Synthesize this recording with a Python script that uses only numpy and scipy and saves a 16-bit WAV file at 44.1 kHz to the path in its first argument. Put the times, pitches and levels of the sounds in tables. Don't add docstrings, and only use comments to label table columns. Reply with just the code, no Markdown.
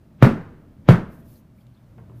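import sys
import numpy as np
from scipy import signal
from scipy.fft import rfft, irfft, next_fast_len
from scipy.io import wavfile
from scipy.ndimage import uniform_filter1d, map_coordinates

SR = 44100
rng = np.random.default_rng(int(sys.argv[2]) if len(sys.argv) > 2 else 0)


def volts_from_decibels(level):
    exponent = np.asarray(level, float) / 20
    return 10 ** exponent


def unload_wav(signal):
    wavfile.write(
        sys.argv[1],
        SR,
        np.round(np.clip(np.atleast_2d(signal).T, -1, 1) * 32767).astype(np.int16),
    )


N = 97020


def unit(x):
    return x / np.sqrt(np.mean(x ** 2) + 1e-20)


def along(points, hz):
    f, v = np.transpose(points)
    return np.interp(np.log(hz + 1), np.log(f + 1), v)


def filtered(x, response):
    m = next_fast_len(len(x) + 8192)
    return irfft(rfft(x, m) * response(np.fft.rfftfreq(m, 1 / SR)), m)[:len(x)]


def hiss(spectrum, size):
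    return unit(filtered(rng.standard_normal(size), lambda hz: volts_from_decibels(along(spectrum, hz))))


def wobble(rate):
    knots = rng.standard_normal(int(N * rate / SR) + 4)
    return map_coordinates(knots, [np.arange(N) * rate / SR])


def add(out, x, s):
    part = out[round(s * SR):][:len(x)]
    part += x[:len(part)]


def bend(hz):
    lag_100hz_s = 0.007152
    return -np.exp(-2j * 2 * np.pi * lag_100hz_s * 10 * np.sqrt(hz))


def push(db, size):
    # frequency in Hz, level in dB.
    thump = [(60, -52.5), (110, 20), (300, 15.5), (800, 5), (2000, -11), (4000, -36), (8000, -61),
             (14000, -80.5)]
    click = volts_from_decibels(db) * (np.arange(size) == 0)
    return filtered(click, lambda hz: bend(hz) * volts_from_decibels(along(thump, hz)))


def tail(spectrum, size, late_db):
    # frequency in Hz, time to fall 60 dB in seconds.
    room_decay = [(60, 0.55), (200, 0.28), (1000, 0.27), (3000, 0.23), (8000, 0.2), (14000, 0.18)]
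    clump_db, rise_s, late_longer = 1, 0.0013, 3.19
    hz, t, z = signal.stft(hiss(spectrum, size), SR, nperseg=256)
    fall_db = -60 * t / along(room_decay, hz)[:, None]
    clumps = uniform_filter1d(rng.standard_normal(z.shape), size=5, axis=0)
    clumps = unit(uniform_filter1d(clumps, size=3, axis=1))
    decay = volts_from_decibels(fall_db) + volts_from_decibels(late_db + fall_db / late_longer)
    echoes = signal.istft(z * volts_from_decibels(clump_db * clumps) * decay, SR, nperseg=256)[1][:size]
    return echoes * (1 - np.exp(-np.arange(size) / SR / rise_s))


def panel_boom(modes, t):
    boom = np.zeros(len(t))
    for hz, level, t60, rise in modes:
        envelope = volts_from_decibels(level - 60 * t / t60) * (1 - np.exp(-t / rise))
        boom += envelope * np.cos(2 * np.pi * hz * t)
    return filtered(boom, bend)


def steel_crack(t):
    # frequency in Hz, level in dB per Hz.
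    crack_colour = [(1000, -29), (2800, 7.5), (4500, -7), (7500, -24.5), (13000, -15)]
    t60_s = .05
    return volts_from_decibels(-25 - 60 * t / t60_s) * hiss(crack_colour, len(t))


def lead_in(size):
    # frequency in Hz, level in dB per Hz.
    lead_colour = [(30, -14), (130, -1.5), (300, -8.5), (600, -19), (1600, -25.5), (3000, -28), (7000, -50.5),
                   (12000, -71.5)]
    lead_db, lead_s, step_s, before_step_db = -26, .05, 0.013, -10.5
    ahead = np.arange(size)[::-1] / SR
    step_db = before_step_db / (1 + np.exp((step_s - ahead) / .001))
    swell = volts_from_decibels(lead_db + step_db - 30.5 * ahead / lead_s)
    return hiss(lead_colour, size) * swell * (1 - np.exp(-ahead / 0.00091))


def hammer():
    # start in seconds, strength in dB, level of the late room sound in dB.
    blows = [
        (0.2233, 3, -21),
        (0.8863, 2, -23.5),
    ]
    # frequency in Hz, level in dB, time to fall 60 dB and rise in seconds.
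    panel = [
        [(104, -12.5, 0.12, 0.0011), (129.7, 8.5, 0.078, 0.0049), (156.6, -17, .4, .01),
         (179.6, -18.5, .33, .01), (199, -15, .3, 0.0033), (223.7, -10.5, 0.25, .02),
         (243.6, -10, 0.26, 0.0026), (270, -17, .2, .002), (403.3, -19.5, 0.22, .003), (548, -19, 0.25, 0.0018),
         (595, -22.5, 0.18, 0.006), (868, -19.5, 0.07, .002), (1276, -24, 0.13, 0.0019)],
        [(117.5, -8.5, 0.28, 0.009), (135, 6, 0.099, .002), (172.2, 0, 0.2, 0.0098),
         (193.4, -18.5, 0.43, 0.014), (215.4, -12, .25, 0.015), (248.9, -19, 0.14, 0.0017),
         (289.6, -13.5, 0.067, 0.0031), (338.7, -21, 0.28, 0.011), (465, -22.5, 0.18, .002),
         (533.6, -7.5, 0.051, .002), (623, -29, 0.26, 0.0018), (1025, -18.5, 0.12, 0.00033),
         (1360, -18.5, 0.053, .001)],
    ]
    # frequency in Hz, level in dB per Hz.
    room_colour = [(30, -24.5), (150, -8.5), (330, -8), (600, -17.5), (1600, -19.5), (3200, -35.5),
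                   (7000, -48.5), (13500, -52)]
    out, t = np.zeros(N), np.arange(SR) / SR
    lead_size = 2048
    for (s, db, late_db), modes in zip(blows, panel):
        add(out, volts_from_decibels(db) * (panel_boom(modes, t) + push(22, SR)), s)
        add(out, volts_from_decibels(db - 13) * tail(room_colour, SR, late_db), s + .0015)
        add(out, volts_from_decibels(db) * steel_crack(t), s + .0015)
        add(out, volts_from_decibels(db) * lead_in(lead_size), s + 0.0052 - lead_size / SR)
    return out


def brushing(t):
    # start in seconds, length in seconds, level in dB, share of the length spent swelling.
    strokes = [
        (1.056, 0.19, -66, 0.56),
        (1.223, 0.205, -61, 0.56),
        (1.55, 0.095, -69.5, 0.56),
        (2.129, 0.15, -69, 0.42),
    ]
    # frequency in Hz, level in dB per Hz.
    skin_colour = [(880, -53), (1500, -20.5), (1720, -13), (2190, -10), (5460, -8.5), (8140, -10.5),
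                   (12600, 0.5), (15300, -3)]
    drag = np.zeros(N)
    for s, length, db, share in strokes:
        ramp = np.interp(t, [s, s + share * length, s + length], [0, 1, 0])
        drag += volts_from_decibels(db) * np.sin(np.pi / 2 * ramp) ** 0.96
    grain_db = 1.2 * wobble(40) + 0.78 * wobble(300)
    return drag * unit(hiss(skin_colour, N) * volts_from_decibels(grain_db))


def hand():
    # start in seconds, pitch in Hz, level in dB, length in seconds.
    squeaks = [(1.222, 3400, -77, .015), (1.25, 6000, -84, .02), (1.273, 2160, -83, 0.035),
               (1.281, 4470, -75, .015), (1.336, 5400, -79.5, 0.018), (1.346, 4400, -68, 0.032),
               (1.578, 2230, -67.5, 0.018), (1.595, 3250, -74, .03), (1.696, 2860, -78.5, .03),
               (1.756, 3486, -72, .04), (1.736, 4160, -76, 0.029), (1.3, 6200, -82, .03),
               (1.367, 6300, -77, .03), (1.6, 4600, -76, .03)]
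    spread = .08
    t = np.arange(N) / SR
    out = brushing(t)
    for s, hz, db, length in squeaks:
        noise = rng.standard_normal(4096)
        narrow = filtered(noise, lambda f: 1 / (1 + ((f / hz - 1) / spread) ** 2))
        swell = np.sin(np.pi * np.clip(t[:4096] / length, 0, 1))
        add(out, volts_from_decibels(db) * unit(narrow) * swell, s)
    return out


def tick():
    # start in seconds, peak level in dB.
    ticks = [
        (1.668, -55.5),
    ]
    # frequency in Hz, level in dB.
    tick_colour = [(1200, -22), (2200, -9), (3000, 9.5), (5000, -10), (8000, -14), (14000, -16)]
    out, t = np.zeros(N), np.arange(SR // 3) / SR
    decay = volts_from_decibels(-60 * t / 0.01) + volts_from_decibels(-23 - 60 * t / 0.18)
    for s, db in ticks:
        add(out, volts_from_decibels(db) * hiss(tick_colour, len(t)) * decay, s)
    return out


def light_knocks():
    # start in seconds, level in dB, brightness in dB per octave.
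    knocks = [
        (1.9803, -39.5, 2.5),
        (2.0956, -41, -1),
    ]
    # frequency in Hz, level in dB, time to fall 60 dB in seconds.
    knock_modes = [
        [(455, -2, 0.18), (706, -3, 0.057), (1070, -8.5, 0.14), (1480, -13.5, 0.084), (2170, -11, 0.076),
         (2680, -28, .05)],
        [(277, -1.5, 0.15), (380, 0.5, 0.26), (460, -20.5, .06), (720, -35, 0.13), (1006, -7.5, 0.16),
         (1625, -26, 0.069)],
    ]
    soft_hz = 2470
    out, t = np.zeros(N), np.arange(SR // 3) / SR
    for (s, db, tilt), modes in zip(knocks, knock_modes):
        ring = np.zeros(len(t))
        for hz, level, t60 in modes:
            ring += volts_from_decibels(level - 60 * t / t60) * np.cos(2 * np.pi * hz * t)
        colour = [(150, -25), (300, -tilt), (1200, -6 + tilt), (3000, -20 + 2 * tilt), (6000, -50)]
        room = tail(colour, len(t), -22)
        tap = volts_from_decibels(db - 8.5) * filtered(ring, bend) + push(db + 5.0, len(t)) + volts_from_decibels(db - 14.5) * room
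        add(out, filtered(tap, lambda f: 1 / (1 + 1j * f / soft_hz) ** 2), s)
    return out


def mains_hum(t):
    # time in seconds, level in dB.
    hum_swell = [(0, -12), (1.4, -10), (1.7, -1), (2.2, 2)]
    hum_hz, width_hz, hum_db = 121, 6.7, -1.5
    noise = rng.standard_normal(N)
    hum = unit(filtered(noise, lambda hz: 1 / (1 + ((hz - hum_hz) / width_hz) ** 2)))
    return volts_from_decibels(hum_db + np.interp(t, *np.transpose(hum_swell))) * hum


def building():
    # frequency in Hz, level in dB per Hz.
    rumble_colour = [(20, -28), (30, -10.5), (90, -2), (210, -4.5), (330, -14), (450, -23.5), (660, -19),
                     (740, -40.5)]
    # time in seconds, level in dB.
    low_level = [(0, -50.5), (.6, -50), (1.3, -48), (1.5, -54), (1.8, -51.5), (2.0, -47.5), (2.2, -47.5)]
    # frequency in Hz, level in dB per Hz.
    hiss_colour = [(741, -32), (1300, -37), (1700, -41), (3300, -47.5), (7500, -55), (12000, -54),
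                   (15300, -52.5)]
    # time in seconds, level in dB.
    hiss_level = [(0, -69), (.7, -69), (1.2, -68.5), (1.5, -69.5), (1.75, -68.5), (2.0, -67), (2.2, -67.5)]
    t = np.arange(N) / SR
    rumble = hiss(rumble_colour + [(2000, -86.5)], N) * volts_from_decibels(.8 * wobble(6))
    low = volts_from_decibels(np.interp(t, *np.transpose(low_level))) * (rumble + mains_hum(t))
    hiss_db = np.interp(t, *np.transpose(hiss_level)) + 0.34 * wobble(8)
    return low + volts_from_decibels(hiss_db) * hiss([(500, -67)] + hiss_colour, N)


def scene():
    return (hammer() + hand() + tick() + light_knocks() + building())[None]


def top_cut(x):
    return signal.sosfilt(signal.butter(12, 15770, fs=SR, output="sos"), x)


def record(dry):
    clip_top, clip_hard, top_hz = .99, 4, 15350
    hot = dry[0] / (1 + np.abs(dry[0] / clip_top) ** clip_hard) ** (1 / clip_hard)

    def treble_cut(hz):
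        return .002 + 1 / (1 + np.exp(np.clip((hz - top_hz) / 40, -50, 50)))

    return top_cut(filtered(hot, treble_cut)[None])


dry = scene()
out = record(dry)
unload_wav(out)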